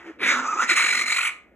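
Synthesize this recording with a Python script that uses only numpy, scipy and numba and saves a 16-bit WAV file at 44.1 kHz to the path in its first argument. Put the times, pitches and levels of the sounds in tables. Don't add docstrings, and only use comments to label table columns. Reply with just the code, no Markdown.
import sys
import numpy as np
from scipy import signal
from scipy.fft import rfft, irfft, next_fast_len
from scipy.io import wavfile
from scipy.ndimage import uniform_filter1d
from numba import njit

SR = 44100
rng = np.random.default_rng(int(sys.argv[2]) if len(sys.argv) > 2 else 0)


def master(y):
    cut = np.clip(np.atleast_2d(y).T, -1, 1)
    pcm = np.round(cut * 32767)
    wavfile.write(sys.argv[1], SR, pcm.astype(np.int16))


N = 68355
TIME = np.arange(N) / SR


def from_db(db):
    return 10 ** (np.asarray(db) / 20)


def rms_one(x):
    return x / np.sqrt(np.mean(x ** 2) + 1e-20)


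def in_time(rows):
    s, *columns = np.transpose(rows)
    return [np.interp(TIME, s, c) for c in columns]


def during(rows, fade_s):
    inside_s = np.minimum(TIME - rows[0][0], rows[-1][0] - TIME)
    return np.clip(inside_s / fade_s + 1, 0, 1)


def white_noise():
    return rng.standard_normal(N)


def drift(rate_hz):
    r = np.exp(-2 * np.pi * rate_hz / SR)
    wander = signal.lfilter([1], [1, -2 * r, r * r], rng.standard_normal(2 * N))
    return rms_one(wander[N:])


def coloured(spectrum):
    hz, db = np.transpose(spectrum)
    bins = np.linspace(1, SR / 2, N // 2 + 1)
    colour = from_db(np.interp(np.log(bins), np.log(hz), db))
    return rms_one(irfft(rfft(white_noise()) * colour, N))


def evened(x, window_s):
    size = max(int(window_s * SR), 2)
    power = uniform_filter1d(uniform_filter1d(x * x, size), size)
    return x / np.sqrt(np.abs(power) + 1e-12)


@njit
def resonate(x, angle, r):
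    y = np.zeros(len(x))
    for i in range(2, len(x)):
        fed = (1 - r * r) / 2 * (x[i] - x[i - 2])
        y[i] = fed + 2 * r * np.cos(angle[i]) * y[i - 1] - r * r * y[i - 2]
    return y


def cavity(source, table, shift=1):
    out = 0
    for hz, width, db in table:
        angle = 2 * np.pi * hz * shift / SR * np.ones(N)
        r = np.exp(-np.pi * width / SR)
        out = out + from_db(db) * resonate(resonate(source(), angle, r), angle, r)
    return out


def larynx(pitch_hz, jitter, shimmer_db, puff_s, leak, limp_db=0):
    cycles = np.floor(np.cumsum(pitch_hz * np.exp(jitter * drift(120))) / SR)
    strength_db = shimmer_db * drift(93) + limp_db * (cycles % 2)
    pulses = np.diff(cycles, prepend=0) * from_db(strength_db)
    decay = np.exp(-1 / (puff_s * SR))
    puffs = rms_one(signal.lfilter([1], [1, -decay], pulses + 1e-18)) + leak

    def source(rough):
        breath = rms_one(puffs * white_noise())
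        return np.sqrt(1 - rough) * rms_one(pulses) + np.sqrt(rough) * breath
    return source


# start_s, level_db (wavers around this)
RUB_LEVEL = [(0, -40.5), (.04, -46.5), (.075, -39), (.1, -43), (.125, -51.5), (.18, -62), (.25, -39),
             (1.0, -38.5), (1.3, -55), (1.55, -67.5)]
# pitch_hz, level_db per Hz (relative)
RUB_COLOUR = [(100, -47), (220, 1.5), (420, 2.5), (700, -2), (1300, 2.5), (2000, 7), (2800, -5),
              (4000, -19), (7000, -21), (15000, -45.5)]


def rubbing():
    level_db = in_time(RUB_LEVEL)[0] + 1.54 * drift(160)
    return from_db(level_db) * coloured(RUB_COLOUR)


# start_s, level_db
HOLLOW_LEVEL = [(0, -65), (.17, -55), (.22, -33.5), (.4, -45.5), (.75, -54), (1.0, -55), (1.2, -81),
                (1.55, -57.5)]
# pitch_hz, width_hz (of each pass), level_db (relative)
TUB_RESONANCES = [(244, 80, 1.5), (328, 87, 4.5), (441, 180, -1.5)]


def hollow_tub():
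    murmur = evened(cavity(white_noise, TUB_RESONANCES), window_s=0.3)
    return from_db(in_time(HOLLOW_LEVEL)[0]) * murmur


# start_s, level_db
DRAG_LEVEL = [(.03, -54), (.055, -44), (.074, -37.5), (.105, -33), (.118, -41), (.135, -64), (.15, -90)]
# pitch_hz, width_hz (of each pass), level_db (relative)
DRAG_BODY = [(341, 64, -0.5), (407, 83, -17)]
# centre_s, pitch_hz, level_db, spread_s
BUMPS = [(0.561, 352, -33, 0.0039), (0.591, 339, -41.5, 0.0049), (0.649, 252, -39, 0.0098),
         (0.721, 347, -29.5, 0.0056), (0.847, 320, -37, 0.0034), (1.025, 342, -43.5, 0.0078)]


def handling():
    drag = from_db(in_time(DRAG_LEVEL)[0]) * evened(cavity(white_noise, DRAG_BODY), window_s=0.01)
    bumps = 0
    for s, hz, db, spread in BUMPS:
        swell = np.exp(-.5 * ((TIME - s) / spread) ** 2)
        bumps = bumps + from_db(db) * np.sqrt(2) * swell * np.sin(2 * np.pi * hz * (TIME - s))
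    return drag + bumps


# start_s, peak_level_db
CREAKS = [(.189, -46), (.196, -37), (.205, -31), (.2135, -23), (.2245, -23)]
# pitch_hz, width_hz (of each pass), level_db (relative)
CREAK_THROAT = [(350, 220, -9), (1250, 500, -3), (2250, 600, 0), (4000, 900, -26), (10200, 900, -32)]


def creak():
    swell_s = .0012
    puffs = 0
    for s, db in CREAKS:
        age = np.maximum(TIME - s, 0) / swell_s
        puffs = puffs + from_db(db) * age * np.exp(1 - age)
    return puffs * evened(cavity(white_noise, CREAK_THROAT), window_s=.003)


# start_s, level_db
GROWL_LEVEL = [(.19, -58), (.22, -42), (.25, -37), (.33, -40), (.42, -38), (.445, -44), (.465, -68)]
# start_s, pitch_hz (wavers around this)
GROWL_PITCH = [(.2, 225), (.26, 260), (.31, 275), (.37, 258), (.45, 238)]


def growl():
    pitch_hz = in_time(GROWL_PITCH)[0] * (1 + .04 * drift(60))
    tone = rms_one(np.sin(2 * np.pi * np.cumsum(pitch_hz) / SR))
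    return from_db(in_time(GROWL_LEVEL)[0]) * tone


# start_s, pitch_hz (times .98), level_db (against the lower one)
UPPER_MOUTH = [(.19, 2510, 1.5), (.26, 2250, 2), (.31, 1984, 4), (.36, 1940, -9.5), (.44, 2000, -19),
               (.55, 1890, -15.5), (.6, 1920, -23.5), (.63, 1900, 1.5), (.67, 2112, 10.5)]
# pitch_hz, width_hz (of each pass), level_db (mouth widest)
CRY_HIGH = [(3670, 810, -11.5)]
# pitch_hz, width_hz (of each pass), level_db (relative)
CRY_THROAT = [(450, 450, -18), (950, 250, -19), (1400, 450, -8), (2620, 380, -15)]


def cry_rasp(voiced, airy, mouth_hz):
    upper_hz, upper_db = in_time(UPPER_MOUTH)
    lower = cavity(voiced, [(0.85, 590, 0.009)], mouth_hz)
    upper = from_db(upper_db) * cavity(voiced, [(0.98, 414, 0.016)], upper_hz)
    opening_db = 10 * np.log2(mouth_hz / mouth_hz.max())
    high = from_db(opening_db) * cavity(airy, CRY_HIGH)
    return evened(lower + upper + high + cavity(airy, CRY_THROAT), window_s=.01)


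# pitch_hz, width_hz (of each pass), level_db (relative)
CRY_TREBLE = [(6580, 2570, 16), (7420, 1180, -28.5)]
# start_s, level_db (against the treble)
SIZZLE_LEVEL = [(.19, 19.5), (.24, 14.5), (.3, -6.5), (.38, 0.5), (.43, -52), (.56, -25), (.6, -1),
                (.67, -5)]
# pitch_hz, width_hz (of each pass), level_db (relative)
CRY_SIZZLE = [(9020, 970, -30.5), (10050, 900, 3.5), (13500, 2200, -10.5)]


def cry_treble(airy):
    edge = signal.butter(8, 7400, fs=SR, output="sos")
    hiss = signal.sosfilt(edge, cavity(airy, CRY_TREBLE))
    sizzle = from_db(in_time(SIZZLE_LEVEL)[0]) * cavity(airy, CRY_SIZZLE)
    return evened(hiss + sizzle, window_s=0.005)


# start_s, rate_hz, depth_db (before evening)
THROB = [(.36, 150, 3), (.42, 150, 5), (.455, 150, 5), (.468, 120, 1), (.5, 120, 1), (.52, 130, 3),
         (.54, 130, 1), (.56, 130, 4), (.578, 120, 1), (.62, 150, 2), (.66, 200, 4)]


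def squeal(pitch_hz, jitter, shimmer_db, octave_db):
    phase = 2 * np.pi * np.cumsum(pitch_hz * (1 + jitter * drift(180))) / SR
    tone = np.sin(phase) + from_db(octave_db) * np.sin(2 * phase)
    tone = evened(from_db(shimmer_db * drift(90)) * tone, window_s=0.018)
    throb_hz, throb_db = in_time(THROB)
    throb = np.cos(2 * np.pi * np.cumsum(throb_hz) / SR)
    return evened(tone * from_db(throb_db * throb), window_s=.014)


# start_s, level_db (before the voice gains), mouth_hz (times .85), treble_db (before its gain)
CRY = [(0.19, -48, 2120, -84), (0.212, -32.5, 2220, -58), (0.236, -19, 2220, -46.5),
       (0.275, -19, 2090, -35), (0.29, -15, 2050, -32.5), (0.314, -16.5, 2000, -31.5),
       (0.346, -22.5, 1670, -38), (0.374, -22, 1350, -41.5), (0.4, -21.5, 1400, -40),
       (0.415, -29, 1370, -48.5), (0.458, -23, 1240, -43.5), (0.476, -25, 1230, -37),
       (0.489, -18.5, 1230, -48.5), (0.517, -26, 1230, -41.5), (0.533, -17, 1200, -47),
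       (0.546, -27.5, 1170, -38.5), (0.553, -29.5, 1190, -44.5), (0.572, -27.5, 1200, -46.5),
       (0.578, -15, 1280, -40.5), (0.6, -12, 1430, -40), (0.62, -15.5, 1500, -33.5),
       (0.64, -20.5, 1544, -33), (0.655, -29.5, 1640, -42.5), (0.675, -35.5, 1710, -64.5)]
# start_s, pitch_hz (jitters around this)
CRY_PITCH = [(.19, 201.8), (.22, 220.3), (.245, 264.1), (.29, 301.2), (.33, 270.7), (.45, 238.3),
             (.67, 248.5)]
# start_s, pitch_hz (jitters around this), share of the voice's power 0-1
SQUEAL = [(.36, 1400, 0), (.372, 1310, .7), (.388, 1290, .6), (.401, 1450, .7), (.411, 1260, .6),
          (.424, 1380, .8), (.445, 1300, .85), (.455, 1190, .8), (.466, 1290, .85), (.474, 1160, .94),
          (.484, 1220, .96), (.492, 1315, .97), (.514, 1300, .95), (.522, 1190, .9), (.535, 1255, .96),
          (.548, 1260, .95), (.556, 1160, .85), (.57, 1220, .75), (.576, 1270, .96), (.583, 1300, .96),
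          (.592, 1220, .92), (.602, 1400, .97), (.611, 1410, .92), (.617, 1320, .7), (.635, 1390, .35),
          (.66, 1400, .02)]
# centre_s, loss_db
CATCHES = [(.479, 10), (.523, 9), (.5838, 17), (.592, 15), (.6135, 11)]
CATCH_SPREAD_S = .0018
CRY_DB, SQUEAL_DB, CRY_TREBLE_DB = 1, -1.5, 2.5


def first_cry():
    level_db, mouth_hz, treble_db = in_time(CRY)
    for s, db in CATCHES:
        level_db = level_db - db * np.exp(-.5 * ((TIME - s) / CATCH_SPREAD_S) ** 2)
    squeal_hz, share = in_time(SQUEAL)
    pitch_hz, = in_time(CRY_PITCH)
    source = larynx(pitch_hz, jitter=.12, shimmer_db=2, puff_s=.0015, leak=.3, limp_db=2)
    voiced, airy = lambda: source(.4), lambda: source(.93)
    rasp = from_db(CRY_DB) * cry_rasp(voiced, airy, mouth_hz)
    tone = from_db(SQUEAL_DB) * squeal(squeal_hz, jitter=.013, shimmer_db=1.3, octave_db=-17.5)
    voice = np.sqrt(1 - share) * rasp + np.sqrt(share) * tone
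    treble = from_db(treble_db + CRY_TREBLE_DB) * cry_treble(airy)
    return (from_db(level_db) * voice + treble + growl()) * during(CRY, fade_s=0.0033)


# pitch_hz (before the shifts), width_hz (of each pass), level_db (relative)
SNARL_LOW = [(1198, 200, -7.5)]
# start_s, pitch factor
LOW_SHIFT = [(.68, 1.05), (.9, 1.116), (1.1, 1.052), (1.28, 1.055)]
# pitch_hz (before the shifts), width_hz (of each pass), level_db (relative)
SNARL_THROAT = [(653, 2470, -23.5), (1810, 160, -9.5), (2071, 382, 1), (2468, 277, -6.5), (2810, 500, -19)]
# start_s, pitch factor
JAW = [(.68, 0.986), (.8, 1.021), (.9, 1.002), (1.03, 0.99), (1.12, 1.012), (1.2, 1.093), (1.28, 1.065)]
# pitch_hz (before the arch), width_hz (of each pass), level_db (relative)
SNARL_HIGH = [(4081, 246, -2)]
# start_s, level_db
HIGH_OPEN = [(.68, -4.5), (.8, -6), (1.03, -3.5), (1.12, 1.5), (1.2, -7.5), (1.29, -24.5)]
# start_s, share of the voice's power 0-1
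RING_SHARE = [(.68, 0), (.95, 0), (.985, .4), (1.02, .5), (1.045, .8), (1.06, .45), (1.09, .1), (1.2, 0)]
# pitch_hz, width_hz (of each pass), level_db
RING_THROAT = [(2099, 150, 0)]
JAW_SWING_DB = 7.5


def snarl_voice(voiced, airy, beat, arch):
    low = cavity(voiced, SNARL_LOW, in_time(LOW_SHIFT)[0] + arch)
    low = from_db(JAW_SWING_DB * beat) * low
    middle = cavity(voiced, SNARL_THROAT, in_time(JAW)[0] + arch * 2 / 3)
    high = from_db(in_time(HIGH_OPEN)[0]) * cavity(airy, SNARL_HIGH, 1 + arch / 3)
    share, = in_time(RING_SHARE)
    open_voice = evened(low + middle + high, window_s=.005)
    ring = evened(cavity(voiced, RING_THROAT), window_s=.005)
    return np.sqrt(1 - share) * open_voice + np.sqrt(share) * ring


# start_s, level_db (before its gain), treble_db (before its gain)
SNARL = [(0.675, -38.5, -46.5), (0.701, -12, -29.5), (0.741, -23.5, -36), (0.749, -36, -50),
         (0.767, -16, -25.5), (0.8, -17.5, -32.5), (0.881, -21, -33.5), (1.025, -22, -35),
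         (1.055, -32.5, -56.5), (1.061, -26, -37.5), (1.127, -20, -31.5), (1.14, -26.5, -38.5),
         (1.17, -22, -33), (1.191, -19, -33), (1.197, -25.5, -42), (1.245, -22.5, -35.5),
         (1.279, -22.5, -37.5), (1.295, -26.5, -47)]
# start_s, depth_db (times the beat, before evening; half for the treble)
FLUTTER = [(.68, 1.5), (.82, 2.2), (.86, 5.5), (1.05, 4.8), (1.19, 5), (1.29, 3.6)]
# pitch_hz (before the lips shift it), width_hz (of each pass), level_db (relative)
SNARL_TREBLE = [(5460, 530, -1.5), (6970, 1460, 1.5), (8750, 1340, -1.5), (9500, 720, -25),
                (13450, 2300, -21)]
# start_s, pitch factor
LIPS = [(.68, 0.99), (.8, 0.99), (.98, 0.99), (1.12, 1.01), (1.28, 1.133)]
SNARL_DB, SNARL_TREBLE_DB = 1.5, 4
FLUTTER_HZ, FLUTTER_CREST_S = 46.4, .8455
FLUTTER_SNAP = .3
BEAT_SWEEP, SWEEP_LAG = .14, 1.1


def snarl():
    level_db, treble_db = in_time(SNARL)
    depth_db, = in_time(FLUTTER)
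    phase = 2 * np.pi * FLUTTER_HZ * (TIME - FLUTTER_CREST_S)
    beat = np.cos(phase) - FLUTTER_SNAP * np.cos(2 * phase)
    arch = BEAT_SWEEP * np.cos(phase - SWEEP_LAG)
    source = larynx(257.6, jitter=.14, shimmer_db=2.5, puff_s=.0018, leak=.35)
    voiced, airy = lambda: source(.4), lambda: source(.97)
    voice = snarl_voice(voiced, airy, beat, arch)
    voice = evened(voice * from_db(depth_db * beat), window_s=.03)
    treble = evened(cavity(airy, SNARL_TREBLE, in_time(LIPS)[0]), window_s=0.006)
    treble = evened(treble * from_db(.5 * depth_db * beat), window_s=0.039)
    both = from_db(level_db + SNARL_DB) * voice + from_db(treble_db + SNARL_TREBLE_DB) * treble
    return both * during(SNARL, fade_s=0.00507)


ROOM_DB, ROOM_LIKENESS = -6.5, .4
ROOM_T60_S, ROOM_DAMPING_HZ = 0.35, 19000
ROOM_GAP_S = 0.001


def dense_tail(t):
    bins = np.fft.rfftfreq(len(t), 1 / SR)
    shared = rfft(rng.standard_normal(len(t)))
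    own = rfft(rng.standard_normal((2, len(t))))
    alike = ROOM_LIKENESS + (1 - ROOM_LIKENESS) / (1 + (bins / 700) ** 2)
    white = np.sqrt(alike) * shared + np.sqrt(1 - alike) * own
    edges, tail = np.geomspace(150, 16000, 8), 0
    for low, high in zip(edges, edges[1:]):
        t60 = ROOM_T60_S / (1 + np.sqrt(low * high) / ROOM_DAMPING_HZ)
        band = irfft(white * ((bins >= low) & (bins < high)), len(t))
        tail = tail + band * from_db(-60 * t / t60)
    tail = tail * (t > ROOM_GAP_S)
    middle = (bins > edges[2]) & (bins < edges[5])
    gain = np.sqrt(np.mean(np.abs(rfft(tail)[:, middle]) ** 2))
    return from_db(ROOM_DB) * tail / gain


# pitch_hz, level_db (before MODE_DB)
ROOM_MODES = [(249, -1), (565, -4), (667, 9), (829, -1), (947, 0), (990, 0), (1120, -5), (1240, -4),
              (1303, -3), (1443, -1), (1734, 1), (1895, -5), (1966, -5), (2039, -1), (2089, -7), (2164, -2),
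              (2246, 0), (2477, -1), (2681, -3), (3525, -3)]
MODE_DB = -4
MODE_T60_S, MODE_T60_SLOPE = .47, -.15


def standing_waves(t):
    standing = 0
    for hz, db in ROOM_MODES:
        t60 = MODE_T60_S * (hz / 1000) ** MODE_T60_SLOPE
        fade = from_db(-60 * t / t60)
        standing = standing + from_db(db + MODE_DB) * np.cos(2 * np.pi * hz * t) * 2 * fade / fade.sum()
    return standing


def bathroom(x):
    t = TIME[:SR // 2]
    return signal.fftconvolve(x[None], dense_tail(t) + standing_waves(t), axes=1)[:, :N]


# pitch_hz, lead in radians
PORT_PHASE = [(0, 0), (700, -.3), (2000, .9), (3400, 1.3), (4800, 3.2), (6400, 5.8), (7300, 6.6),
              (8900, 9.4), (10400, 12.2), (11700, 13), (12800, 15.7), (14600, 18.8)]
# pitch_hz, level_db
PORT_BALANCE = [(300, .3), (600, -.7), (2200, -.8), (4200, 0)]


def ports(pair):
    size = next_fast_len(N + SR // 10)
    bins = np.fft.rfftfreq(size, 1 / SR)
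    lead = np.interp(bins, *np.transpose(PORT_PHASE))
    balance_db = np.interp(bins, *np.transpose(PORT_BALANCE))
    sides = np.array([[.5], [-.5]])
    turned = rfft(pair, size) * np.exp(1j * lead * sides)
    return irfft(turned * from_db(balance_db * sides), size)[:, :N]


# pitch_hz, level_db per Hz (relative)
FLOOR_COLOUR = [(20, -41), (60, 9), (110, -9.5), (250, 3), (700, -2.5), (2000, -48), (5000, -53.5),
                (15000, -37)]
FLOOR_DB = -60.5


def background():
    opposite = from_db(-10) * coloured(FLOOR_COLOUR) * np.array([[1], [-1]])
    return from_db(FLOOR_DB) * (coloured(FLOOR_COLOUR) + opposite)


def scene():
    near = rubbing() + hollow_tub() + creak() + first_cry() + snarl()
    pair = ports(near + bathroom(near) + handling()) * from_db(-3.0)
    return pair + background()


def record(dry):
    thin = signal.sosfilt(signal.butter(2, 35, "high", fs=SR, output="sos"), dry)
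    return signal.sosfilt(signal.ellip(10, .2, 80, 15300, fs=SR, output="sos"), thin)


dry = scene()
out = record(dry)
master(out)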